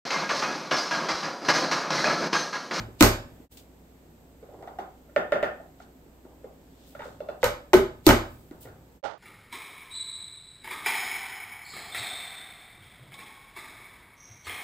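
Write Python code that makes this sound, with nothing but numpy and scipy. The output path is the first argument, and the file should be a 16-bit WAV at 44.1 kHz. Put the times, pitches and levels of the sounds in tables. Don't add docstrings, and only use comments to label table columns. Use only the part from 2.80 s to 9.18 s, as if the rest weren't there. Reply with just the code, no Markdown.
import sys
import numpy as np
from scipy import signal
from scipy.fft import rfft, irfft, next_fast_len
from scipy.io import wavfile

SR = 44100
rng = np.random.default_rng(int(sys.argv[2]) if len(sys.argv) > 2 else 0)


def boost_factor(decibels):
    exponent = np.asarray(decibels, float) / 20
    return 10 ** exponent


def transcribe(signal):
    frames = np.atleast_2d(signal).T
    limited = np.clip(frames, -1, 1)
    pcm = np.round(limited * 32767).astype(np.int16)
    wavfile.write(sys.argv[1], SR, pcm)


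N = 281358
RUN_IN = SR // 4
LONG = N + RUN_IN


def rms_one(x):
    return x / np.sqrt(np.mean(x ** 2) + 1e-20)


def at_hz(points, hz):
    points_hz, values = np.array(points).T
    return np.interp(np.log(hz), np.log(points_hz), values)


def band_pass(x, order, band_hz):
    return signal.sosfilt(signal.butter(order, band_hz, "band", fs=SR, output="sos"), x)


def ring(clicks, hz, t60):
    r, w = boost_factor(-60 / (t60 * SR)), 2 * np.pi * hz / SR
    return signal.lfilter([0, np.sin(w)], [1, -2 * r * np.cos(w), r * r], clicks + 1e-18)


# [f/Hz, left-right likeness]
LIKENESS = [(60, 1), (150, 0.83), (290, .88), (640, 0.57), (1400, 0.0099), (3100, 0.012), (15000, 0.029)]


def stereo_noise(length, spectrum):
    hz = np.maximum(np.fft.rfftfreq(length, 1 / SR), 1)
    mid, side = rfft(rng.standard_normal((2, length))) * boost_factor(at_hz(spectrum, hz))
    alike = np.clip(at_hz(LIKENESS, hz), -1, 1)
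    return irfft(np.sqrt(1 + alike) * mid + np.sqrt(1 - alike) * side * [[1], [-1]], length)


def strokes(rows):
    t, gains = np.arange(N) / SR, np.zeros((len(rows[0]) - 3, N))
    for s, rise_s, fall_s, *levels_db in rows:
        on = slice(max(round((s - 2 * rise_s) * SR), 0), round((s + 2 * fall_s) * SR))
        away = np.maximum((s - t[on]) / rise_s, (t[on] - s) / fall_s)
        gains[:, on] += boost_factor(np.array(levels_db)[:, None] - 27.5 * away)
    return gains


def handling(rows, band_hz):
    lumps = boost_factor(2.6 * np.repeat(rng.standard_normal(N // 300 + 1), 300)[:N])
    return rms_one(band_pass(lumps * rng.standard_normal(N), 3, band_hz)) * strokes(rows)[0]


def contacts(rows, modes, note_db, rattle_db, crack_db, crack_s, crack_hz, thud_db, thud_hz):
    near, around, snap, thud, tap = np.zeros((5, LONG))
    clicks, cracks = np.zeros((len(modes), LONG)), np.zeros((2, LONG))
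    chance = rng.standard_normal((len(rows), 4, len(modes) + 1))
    hiss = rng.standard_normal((len(rows), 2, 600)) * np.exp(-np.arange(600) / (crack_s * SR))
    for k, (s, peak_db, hz, rattle, crack, contact_s) in enumerate(rows):
        at, t = round(s * SR) + RUN_IN, np.arange(round(1.64 * contact_s * SR)) / SR
        note = boost_factor(peak_db + note_db) * np.sin(2 * np.pi * hz * t)
        near[at:at + len(t)] += note * np.sin(np.pi * (t / t[-1]) ** .6) ** 2
        around[at:at + len(t)] += note * boost_factor(5.0) * np.exp(-t / (.3 * contact_s)) * (1 - t / t[-1])
        crack_gain = boost_factor(peak_db + crack + crack_db)
        cracks[:, at:at + 600] += crack_gain * hiss[k]
        snap[at] += crack_gain * np.sqrt(crack_s * SR / 2)
        thud[at] = boost_factor(peak_db + thud_db)
        tap[at] = boost_factor(peak_db + rattle + rattle_db)
        for j, slip in enumerate(chance[k]):
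            late = round(j * contact_s * SR * min(abs(slip[0]), 2) * .4)
            clicks[:, at + late] += boost_factor(peak_db + rattle + rattle_db - 1.3 * j) * slip[1:]
    thud = signal.lfilter(*signal.butter(1, thud_hz, "high", fs=SR), ring(thud, thud_hz, 1.2 / thud_hz))
    near += thud
    around += boost_factor(-3.5) * thud
    for k, (hz, db, t60) in enumerate(modes):
        near += boost_factor(db) * ring(clicks[k], hz, t60)
        sign = (-1) ** (len(modes) - k)
        around += boost_factor(db + 10) * sign * ring(tap, hz, .5 * t60)
    bright = signal.butter(1, [1800, min(crack_hz, .45 * SR)], "band", fs=SR)
    left, right = np.array([near, np.roll(near, 4)]) + signal.lfilter(*bright, cracks)
    return np.array([left, right, around, signal.lfilter(*bright, snap)])


def touches(rows, crack_db, contact_s):
    return [(*row, row[3] + crack_db, contact_s) for row in rows]


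# [f/Hz, level/dB, t60/s]
BOARD = [(423, -3.5, 0.017), (790, -3, 0.0058), (1148, -6, 0.011), (1405, 3.5, 0.025), (1933, -4, 0.026),
         (2207, -6.5, 0.013), (2788, -8, 0.011), (3640, -14.5, 0.022), (4640, -20, 0.0046),
         (5740, -27, 0.0017)]


def small_contacts(rows, crack_db, contact_s):
    return contacts(touches(rows, crack_db, contact_s), BOARD, note_db=-1.44, rattle_db=-4.0, crack_db=13.5,
                    crack_s=0.0012, crack_hz=6900, thud_db=-7.0, thud_hz=380)


def ringing(rows, modes):
    s, peak_db, _, rattle_db = np.transpose(rows)
    taps = np.zeros(LONG)
    taps[(s * SR).astype(int) + RUN_IN] = boost_factor(peak_db + .5 * rattle_db)
    return sum(boost_factor(db) * ring(taps, hz, t60) for hz, db, t60 in modes) * boost_factor([[-4], [-4], [0], [-99]])


# [f/Hz, level/dB per Hz]
AIR = [(20, -13.5), (40, -11.5), (100, -7), (135, -12), (270, -6.5), (480, -12), (900, -18.5),
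       (1050, -23.5), (2500, -29.5), (6000, -35.5), (8200, -28), (9800, -37.5), (12700, -28.5),
       (16300, -37)]
# [f/Hz, width/Hz, level/dB]
HUM = [(160, 4.6, -63), (262, 13, -62.5), (7740, 200, -87.5)]


def room_tone():
    air = boost_factor(-54) * rms_one(stereo_noise(N, AIR)) * boost_factor([[-.6], [.6]])
    hum = boost_factor(-55) * np.sin(2 * np.pi * 60.5 * np.arange(N) / SR)
    for hz, width, db in HUM:
        hum += boost_factor(db) * rms_one(ring(rng.standard_normal(LONG), hz, 1.5 / width)[RUN_IN:])
    return air + hum


# [f/Hz, t60/s]
KITCHEN = [(40, 1), (120, 0.38), (300, 0.3), (700, 0.38), (1500, 0.37), (4000, 0.32), (12000, 0.25)]


def kitchen(sound, wet_db, gap_s=0.0024):
    length = SR * 3 // 4
    t, tail = np.arange(length) / SR, 0
    noise = stereo_noise(length, [(20, 0), (20000, 0)])
    edges = 30 * 2 ** np.arange(0, 9.6, .5)
    for low, high in zip(edges, edges[1:]):
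        band = band_pass(noise, 2, [low, min(high, .47 * SR)])
        tail = tail + band * boost_factor(-60 * t / at_hz(KITCHEN, np.sqrt(low * high)))
    tail = signal.sosfilt(signal.butter(2, 200, "high", fs=SR, output="sos"), tail)
    tail = tail * np.clip((t - gap_s) / 0.0013, 0, 1)
    tail = boost_factor(wet_db) * tail / np.sqrt(np.sum(tail ** 2) / 2)
    size = next_fast_len(LONG + length)
    body, crack, paths = rfft(sound[2], size), rfft(sound[3], size), rfft(tail, size)
    reflected = irfft(body * paths + crack * paths[::-1], size)[:, :LONG]
    return (sound[:2] + reflected)[:, RUN_IN:] * boost_factor([[-.6], [.6]])


# [t/s, peak level/dB, hollow note
# f/Hz, rattle level/dB, crack level/dB]
LID_BLOWS = [
    (-0.11, -5.5, 230, -12.5, -12),
             (0.2071, -15, 500, -10, 1.5),
    (0.209, -1.5, 303.8, -11.5, -12),
    (0.2251, -9.5, 268.7, -3.5, 3.5),
    (4.630, -12.5, 511, -6.5, -15),
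    (4.642, -14.5, 536, -4.5, -3.5),
    (4.933, -6, 394, -6.5, -13),
    (4.941, -0.5, 375, -24.5, -18.5),
    (5.2659, -1.5, 371, -17.5, -6.5),
    (5.269, 0.5, 339, -17, -19),
    (5.2904, -7.5, 262, -1.5, -5.5),
]
# [f/Hz, level/dB, t60/s]
LID = [(380, -6.5, 0.028), (490, -4, 0.06), (559, -5.5, 0.067), (655, -3.5, 0.065), (900, 1.5, 0.022),
       (1051, -2.5, 0.038), (1252, -0.5, .03), (1470, 1, 0.024), (1990, 0, .02), (2276, -3, 0.015),
       (2980, -6, 0.022), (3850, -4, 0.012)]


def lid_slams():
    palm_s = .011
    return contacts([(*row, palm_s) for row in LID_BLOWS], LID, note_db=-1.0, rattle_db=-4.5,
                    crack_db=10.0, crack_s=0.001, crack_hz=12000, thud_db=-15.0, thud_hz=250)


# [t/s, sway level/dB, drum level/dB]
SHAKES = [
    (-.11, -28, -17.5),
    (.215, -20, -16),
    (4.64, -35, -32),
    (4.946, -29, -30.5),
    (5.27, -18.5, -15),
]


def worktop():
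    s, sway_db, drum_db = np.transpose(SHAKES)
    out = np.zeros(LONG)
    # levels, Hz, t60 s
    for levels_db, hz, t60 in ((sway_db - 0.5, 40, .36), (drum_db - 3.0, 108, 0.37), (sway_db - 1.5, 70, .3)):
        push = np.zeros(LONG)
        push[(s * SR).astype(int) + RUN_IN] = boost_factor(levels_db)
        out += ring(ring(push, hz, 4.0 / hz), hz, t60) * 5.5 * hz / SR
    return out[RUN_IN:]


# [t/s, peak level/dB, note f/Hz, rattle level/dB]
FINGERS = [
    (0.085, -38.5, 380, -26.5),
    (0.6, -39.5, 290, -38),
    (0.772, -56, 394.4, -7),
    (5.711, -30.5, 305, -18.5),
    (5.734, -44, 283, -21.5),
    (5.852, -36, 500, -13.5),
    (5.871, -41.5, 515, -7.5),
    (5.886, -57.5, 406, 8.5),
]


def fingers():
    return small_contacts(FINGERS, crack_db=-12.5, contact_s=0.0082)


# [peak t/s, rise t/s, fall t/s, scrape level/dB, hiss level/dB]
RUBBING = [(.203, 0.015, .003, -35.5, -41.5), (.72, .025, 0.14, -55, -42),
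           (.772, 0.0034, 0.082, -46.5, -46), (3.025, .07, 0.062, -55.5, -76),
           (4.05, 0.37, 0.48, -58.5, -72), (4.075, .025, 0.26, -73.5, -49.5),
           (4.25, 0.039, 0.21, -53.5, -59), (4.622, 0.015, 0.0098, -44, -68),
           (5.264, 0.024, .003, -39, -38), (5.53, .5, 0.68, -66, -51), (5.83, 0.032, .08, -52.5, -41),
           (5.81, .004, .05, -70, -39), (1.75, .3, .25, -76, -88)]
# [f/Hz, level/dB per Hz]
RUB = [(700, -8), (1500, -12), (3500, 3), (6000, -4.5), (8000, -1.5), (13000, -9.5), (16500, -5)]


def rubbing():
    grain_db = 1.6 * np.repeat(rng.standard_normal(N // 60 + 1), 60)[:N]
    grains = rms_one(stereo_noise(N, RUB) * boost_factor(grain_db))
    scrape = signal.sosfilt(signal.butter(4, 10000, "low", fs=SR, output="sos"), grains)
    hiss = signal.sosfilt(signal.butter(4, 10000, "high", fs=SR, output="sos"), grains)
    scrape_gain, hiss_gain = strokes(RUBBING)
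    return scrape * scrape_gain + hiss * hiss_gain


# [peak t/s, rise t/s, fall t/s, level/dB]
LEANING = [
    (.45, .5, .5, -57),
    (1.75, .5, 0.54, -58),
    (4.3, .5, 0.57, -57),
    (5.55, .5, 0.71, -55.5),
    (5.88, .2, 0.42, -52.5),
    (6.27, .04, .5, -32.5),
]


def leaning():
    return handling(LEANING, (75, 135))


# [t/s, peak level/dB, note f/Hz, rattle level/dB]
CARROT = [(1.627, -35.5, 457, -18.5), (1.688, -39, 558, -22), (1.736, -38.5, 430, -20),
          (1.788, -37.5, 377, -25), (1.805, -38.5, 527, -21), (1.825, -31.5, 700, -15),
          (1.874, -28.5, 720, -15), (1.987, -21.5, 738, -13.5), (1.992, -29.5, 379, -23),
          (3.001, -38, 693, -10), (3.261, -44, 326, -25), (3.45, -38.5, 340, -21), (3.643, -29, 500, -26.5)]


def carrots():
    return small_contacts(CARROT, crack_db=-14, contact_s=0.0077)


# [peak t/s, rise t/s, fall t/s, level/dB]
SCUFFS = [
    (1.64, 0.031, 0.14, -51.5),
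    (1.75, .08, 0.17, -48),
    (1.83, 0.09, 0.22, -47),
    (1.885, .03, 0.18, -45.5),
    (2.0, .03, 0.18, -44),
    (3.46, 0.043, 0.38, -53.5),
    (3.655, .03, 0.18, -54),
    (5.72, 0.023, .25, -52.5),
    (5.865, 0.047, .3, -51.5),
]


def scuffs():
    return handling(SCUFFS, (303, 833))


# [t/s, peak level/dB, note f/Hz, rattle level/dB]
KNIFE = [
    (2.291, -47.5, 603, -10.5),
    (2.362, -10, 599, -9),
    (2.521, -11.5, 592, -7),
    (2.557, -17.5, 590, -18),
    (2.628, -13, 611, -7),
    (2.799, -33, 670, -25),
]
# [f/Hz, level/dB, t60/s]
BLADE = [(500, -20, .1), (1386, -10, 0.16), (1535, -15, 0.036), (1820, -11.5, 0.08), (2590, -17.5, .02),
         (3600, -22, .025)]


def knife():
    return small_contacts(KNIFE, crack_db=-23, contact_s=.010) + ringing(KNIFE, BLADE)


# [t/s, peak level/dB, note f/Hz, rattle level/dB]
HINGE = [
    (4.15, -34, 600, -7),
    (4.193, -32, 580, -6.5),
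    (4.203, -33, 875, -5.5),
    (4.219, -31, 890, -5.5),
    (4.255, -30, 540, -21),
    (4.279, -37, 490, -20),
    (4.404, -23.5, 565, -24),
    (4.487, -21.5, 610, -17),
]
# [f/Hz, level/dB, t60/s]
LATCH = [(2170, -16, 0.016), (2690, -15, .035), (3480, -15.5, 0.022), (4040, -18, 0.013)]


def hinge():
    return small_contacts(HINGE, crack_db=-20, contact_s=.008) + ringing(HINGE[-2:], LATCH)


# [t/s, level/dB, f/Hz, t60/s]
BOX_RINGS = [
    (4.636, -24, 490, 0.31),
    (4.949, -11, 364.4, 0.28),
    (4.94, -16, 597, .14),
    (4.945, -20.5, 506, 0.23),
    (4.995, -17.5, 390.6, 0.25),
    (5.286, -15, 266, 0.18),
    (5.31, -20, 244.6, .2),
]


def box_air():
    out = np.zeros(LONG)
    for s, db, hz, t60 in BOX_RINGS:
        click = np.arange(LONG) == round(s * SR) + RUN_IN
        out += boost_factor(db) * ring(click, hz, t60)
    return out[RUN_IN:]


# [t/s, peak level/dB, note f/Hz, rattle level/dB]
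LIFTED = [
    (6.229, -26.5, 577, -25),
    (6.238, -26.5, 830, -7),
    (6.25, -25.5, 660, -11.5),
    (6.261, -37.5, 661, -4),
    (6.276, -45.5, 605, -16),
    (6.294, -35.5, 905, -11),
    (6.308, -30, 677, -13),
    (6.334, -38, 634, -9.5),
]


def lifted_chopper():
    knocks = contacts(touches(LIFTED, crack_db=-2.5, contact_s=0.013), BOARD, note_db=-2.5, rattle_db=-3.5,
                      crack_db=3.5, crack_s=0.0089, crack_hz=5100, thud_db=8.5, thud_hz=500)
    sides = kitchen(knocks, wet_db=2.5, gap_s=0.0027)[1] * boost_factor([[-36], [6]])
    return signal.sosfilt(signal.butter(2, 6000, fs=SR, output="sos"), sides)


def scene_changes():
    t, dip = np.arange(N) / SR, 1
    changes_s, fade_out_s, fade_in_s = (0.689, 6.218), 0.05, 0.035
    for s in changes_s:
        away = np.maximum((s - t) / fade_out_s, (t - s) / fade_in_s)
        dip = dip * np.clip(away, .001, 1) ** 1.65
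    first = np.select([t < changes_s[0], t < changes_s[1]], [boost_factor(2), 1], boost_factor(-28))
    second = (t > changes_s[1]) * boost_factor(-58 * np.maximum(t - changes_s[1] - fade_in_s, 0))
    return dip * first, dip * second


def scene():
    small = fingers() + carrots() + knife() + hinge()
    first = room_tone() + kitchen(lid_slams(), wet_db=1.0) + kitchen(small, wet_db=2.5)
    first = first + worktop() + box_air() + rubbing() + leaning() + scuffs()
    first_gain, second_gain = scene_changes()
    return first * first_gain + lifted_chopper() * second_gain


def low_pass(x):
    return signal.sosfilt(signal.butter(12, 16410, fs=SR, output="sos"), x)


def record(dry):
    b, a = signal.iirnotch(9900, 3.0, fs=SR)
    coloured = 0.26 * dry + 0.75 * signal.lfilter(b, a, dry)
    rounded = 1.19 * np.tanh(coloured / 1.483)
    mix = signal.sosfilt(signal.cheby2(20, 60, 16100, fs=SR, output="sos"), rounded)
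    return low_pass(mix)


dry = scene()
out = record(dry)
transcribe(out)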